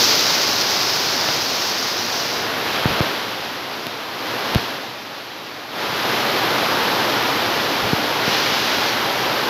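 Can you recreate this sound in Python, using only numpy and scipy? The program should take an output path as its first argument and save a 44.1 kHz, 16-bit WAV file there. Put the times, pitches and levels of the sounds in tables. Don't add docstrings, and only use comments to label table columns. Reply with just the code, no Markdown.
import sys
import numpy as np
from scipy import signal
from scipy.fft import rfft, irfft, next_fast_len
from scipy.io import wavfile
from scipy.ndimage import uniform_filter1d, minimum_filter1d

SR = 44100
rng = np.random.default_rng(int(sys.argv[2]) if len(sys.argv) > 2 else 0)


def unload_wav(signal):
    wavfile.write(
        sys.argv[1],
        SR,
        np.round(np.clip(np.atleast_2d(signal).T, -1, 1) * 32767).astype(np.int16),
    )


N = 418509
TIME_S = np.arange(N) / SR


def from_db(db):
    return 10 ** (np.asarray(db) / 20)


def unit_rms(x):
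    return x / np.sqrt(np.mean(x ** 2) + 1e-20)


def drift(rate_hz):
    hop, settle = 40, 2000
    pole = np.exp(-2 * np.pi * rate_hz * hop / SR)
    noise = rng.standard_normal(N // hop + settle + 2)
    slow = signal.lfilter([1], [1, -2 * pole, pole * pole], noise)[settle:]
    return np.interp(np.arange(N) / hop, np.arange(len(slow)), unit_rms(slow))


def coloured(x, spectrum):
    size = next_fast_len(N)
    hz, db = np.transpose(spectrum)
    bins_hz = np.maximum(np.fft.rfftfreq(size, 1 / SR), 1)
    gain = from_db(np.interp(np.log(bins_hz), np.log(hz), db))
    low_rolloff = np.minimum(bins_hz / hz[0], 1) ** 2
    return unit_rms(irfft(rfft(x, size) * gain * low_rolloff, size)[:N])


def resonance(x, hz, width_hz):
    return signal.lfilter(*signal.iirpeak(hz, hz / width_hz, fs=SR), x)


# f/Hz, relative density/dB
EDDY_SPECTRUM = [(25, -28), (55, -6), (90, -9), (140, -4), (300, -15), (1000, -55)]
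# t/s, level/dB, half-width/s
EDDIES = [(2.91, -30, 0.049), (4.568, -23, 0.018), (7.848, -33, .035)]


def port_eddies():
    swell = sum(from_db(db) * np.exp(-((TIME_S - at_s) / width_s) ** 2) for at_s, db, width_s in EDDIES)
    return swell * coloured(rng.standard_normal(N), EDDY_SPECTRUM)


# t/s, click/dB, push/dB, push decay/ms, contact low-pass/Hz
PORT_DROPS = [(1.2878, 9, -2, 0.24, 5500), (2.8564, 12, 10.5, 0.9, 3400), (3.0057, 14, 15, 0.54, 3500),
              (3.8684, 2.5, -12, 0.88, 10000), (4.5486, 14, 1, 0.35, 9000), (4.5572, 21, 13, 1.8, 3600),
              (7.932, -20, 4, 1.2, 500), (8.2780, -20, 3.5, .4, 450)]


def port_drops(droplet_db, droplets_per_s):
    click_ms, notch_hz, notch_width_hz, low_cut_hz = 0.024, 8600, 8300, 112
    t_ms = np.arange(SR // 10) * 1000 / SR
    pulse = np.exp(-t_ms / click_ms)
    click = resonance(pulse, hz=3400, width_hz=2900)
    click += from_db(5) * resonance(pulse, hz=11800, width_hz=3000)
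    landings = rng.random(N) < droplets_per_s / SR
    droplets = landings * from_db(droplet_db + rng.uniform(-16, 0, N))
    pressure = 1e-18 - signal.fftconvolve(droplets, click)[:N]
    for at_s, click_db, push_db, push_ms, contact_hz in PORT_DROPS:
        hit = from_db(click_db) * click + from_db(push_db) * np.exp(-t_ms / push_ms)
        start = round(at_s * SR)
        pressure[start:start + len(hit)] -= signal.lfilter(*signal.butter(2, contact_hz, fs=SR), hit)
    ducted = signal.lfilter(*signal.iirnotch(notch_hz, notch_hz / notch_width_hz, fs=SR), pressure)
    return signal.sosfilt(signal.butter(4, low_cut_hz, "high", fs=SR, output="sos"), ducted)


# start/s, end/s, foliage level/dB, spray level/dB, fade/(dB/s)
SQUALLS = [(0, 0.07, -31, -20, 8), (0, 2.3, -26.5, -19, 3.5), (2.7, 3.4, -30.5, -48, 9),
           (8.32, 8.83, -24, -30.5, 2.5)]


def squalls():
    rise_s, fall_s = 0.09, 0.16
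    foliage_power, spray_power = 0, 0
    for start_s, end_s, foliage_db, spray_db, fade_db_per_s in SQUALLS:
        rise = np.exp(-(np.maximum(start_s - TIME_S, 0) / rise_s) ** 2)
        fall = np.exp(-(np.maximum(TIME_S - end_s, 0) / fall_s) ** 2)
        elapsed_s = np.clip(TIME_S, start_s, end_s) - start_s
        swell = rise * fall * from_db(-fade_db_per_s * elapsed_s)
        foliage_power += (from_db(foliage_db) * swell) ** 2
        spray_power += (from_db(spray_db) * swell) ** 2
    return foliage_power, spray_power


def rain_level_db(downpour_db, squall_power):
    return 10 * np.log10(from_db(downpour_db) ** 2 + squall_power)


def patter(drops_per_s, spread_db, far_db, sheets_db):
    sheets = from_db(sheets_db * drift(rate_hz=12))
    sizes = from_db(spread_db * np.minimum(rng.exponential(1, N), 5))
    signs = rng.choice([-1, 1], N)
    landings = rng.random(N) < drops_per_s * sheets ** 2 / SR
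    far_blur = from_db(far_db) * sheets * rng.standard_normal(N)
    return unit_rms(sizes * signs * landings) + far_blur


# f/Hz, relative density/dB
SPRAY_SPECTRUM = [(1200, -23), (2800, -15.5), (3800, -5), (4500, -1), (5100, 0.5), (5900, -3.5),
                  (6600, -11), (7500, -22), (8900, -33), (10500, -26), (12000, -21), (13500, -18),
                  (15500, -23.5)]


def near_spray(level_db):
    drops = patter(drops_per_s=4000, spread_db=3.0, far_db=0.5, sheets_db=0.8)
    return from_db(level_db) * coloured(drops, SPRAY_SPECTRUM)


# f/Hz, relative density/dB
FOLIAGE_SPECTRUM = [(600, -34), (1400, -3.5), (2000, -2), (2500, -1), (3200, 0), (4100, -1.5), (5200, -5.5),
                    (6000, -12), (7000, -20.5), (8000, -30.5), (8900, -34), (11200, -20.5), (13500, -23),
                    (15500, -30)]


def rain_on_foliage(level_db):
    drops = patter(drops_per_s=7000, spread_db=2.5, far_db=1.0, sheets_db=0.23)
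    return from_db(level_db) * coloured(drops, FOLIAGE_SPECTRUM)


# t/s, level/dB
LEVEL = [(0, -22), (0.55, -25), (1.3, -25.2), (1.55, -27), (2.25, -27.5), (2.65, -24.5), (3.0, -23.5),
         (3.35, -29.5), (4.08, -31.5), (4.3, -26.6), (4.54, -25), (4.92, -34), (5.68, -35.0), (5.8, -26.9),
         (6.08, -22), (6.9, -21.0), (8.0, -22.5), (9.49, -22.5)]


def level_swing_db():
    level_db = np.interp(TIME_S, *np.transpose(LEVEL))
    return level_db - level_db.mean()


# f/Hz, relative density/dB
ROAR_SPECTRUM = [(25, -51), (50, -23.5), (80, -14), (110, -4), (175, -5.5), (290, 0.5), (620, 0), (850, 1),
                 (1500, -2.5), (2100, -8), (4500, -23), (8900, -37.5), (12400, -19.5), (15500, -35)]


def wind_in_trees(level_db, buffet_db):
    gain = from_db(level_db + buffet_db * drift(rate_hz=0.57))
    return gain * coloured(rng.standard_normal(N), ROAR_SPECTRUM)


def scene():
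    mean_wind_db, mean_foliage_db, mean_spray_db = -25, -28, -41
    rain_lag_s, foliage_follows, spray_follows = 0.017, 0.9, 0.92
    swing_db = level_swing_db()
    late_swing_db = np.interp(TIME_S - rain_lag_s, TIME_S, swing_db)
    foliage_squalls, spray_squalls = squalls()
    foliage_db = rain_level_db(mean_foliage_db + foliage_follows * late_swing_db, foliage_squalls)
    spray_db = rain_level_db(mean_spray_db + spray_follows * late_swing_db, spray_squalls)
    wind = wind_in_trees(mean_wind_db + swing_db, buffet_db=0.23)
    rain = rain_on_foliage(foliage_db) + near_spray(spray_db)
    port = port_drops(droplet_db=foliage_db + 10, droplets_per_s=3.4) + port_eddies()
    return np.tile(wind + rain + port, (2, 1))


def limiter(x, ceiling_db, attack_s, release_db_per_s):
    peak_db = 20 * np.log10(np.abs(x).max(axis=0) + 1e-9)
    over_db = np.maximum(peak_db - ceiling_db, 0)
    release_db = release_db_per_s * TIME_S
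    gain_db = release_db - np.maximum.accumulate(over_db + release_db)
    size = 2 * int(attack_s * SR / 2) + 1
    ahead_db = minimum_filter1d(gain_db, size, origin=-(size // 2))
    return x * from_db(uniform_filter1d(ahead_db, size, origin=size // 2))


def record(dry):
    cutoff_hz = 15550
    limited = limiter(dry, ceiling_db=-0.8, attack_s=0.002, release_db_per_s=2400)
    return signal.sosfilt(signal.ellip(12, 0.1, 90, cutoff_hz, fs=SR, output="sos"), limited)


dry = scene()
out = record(dry)
unload_wav(out)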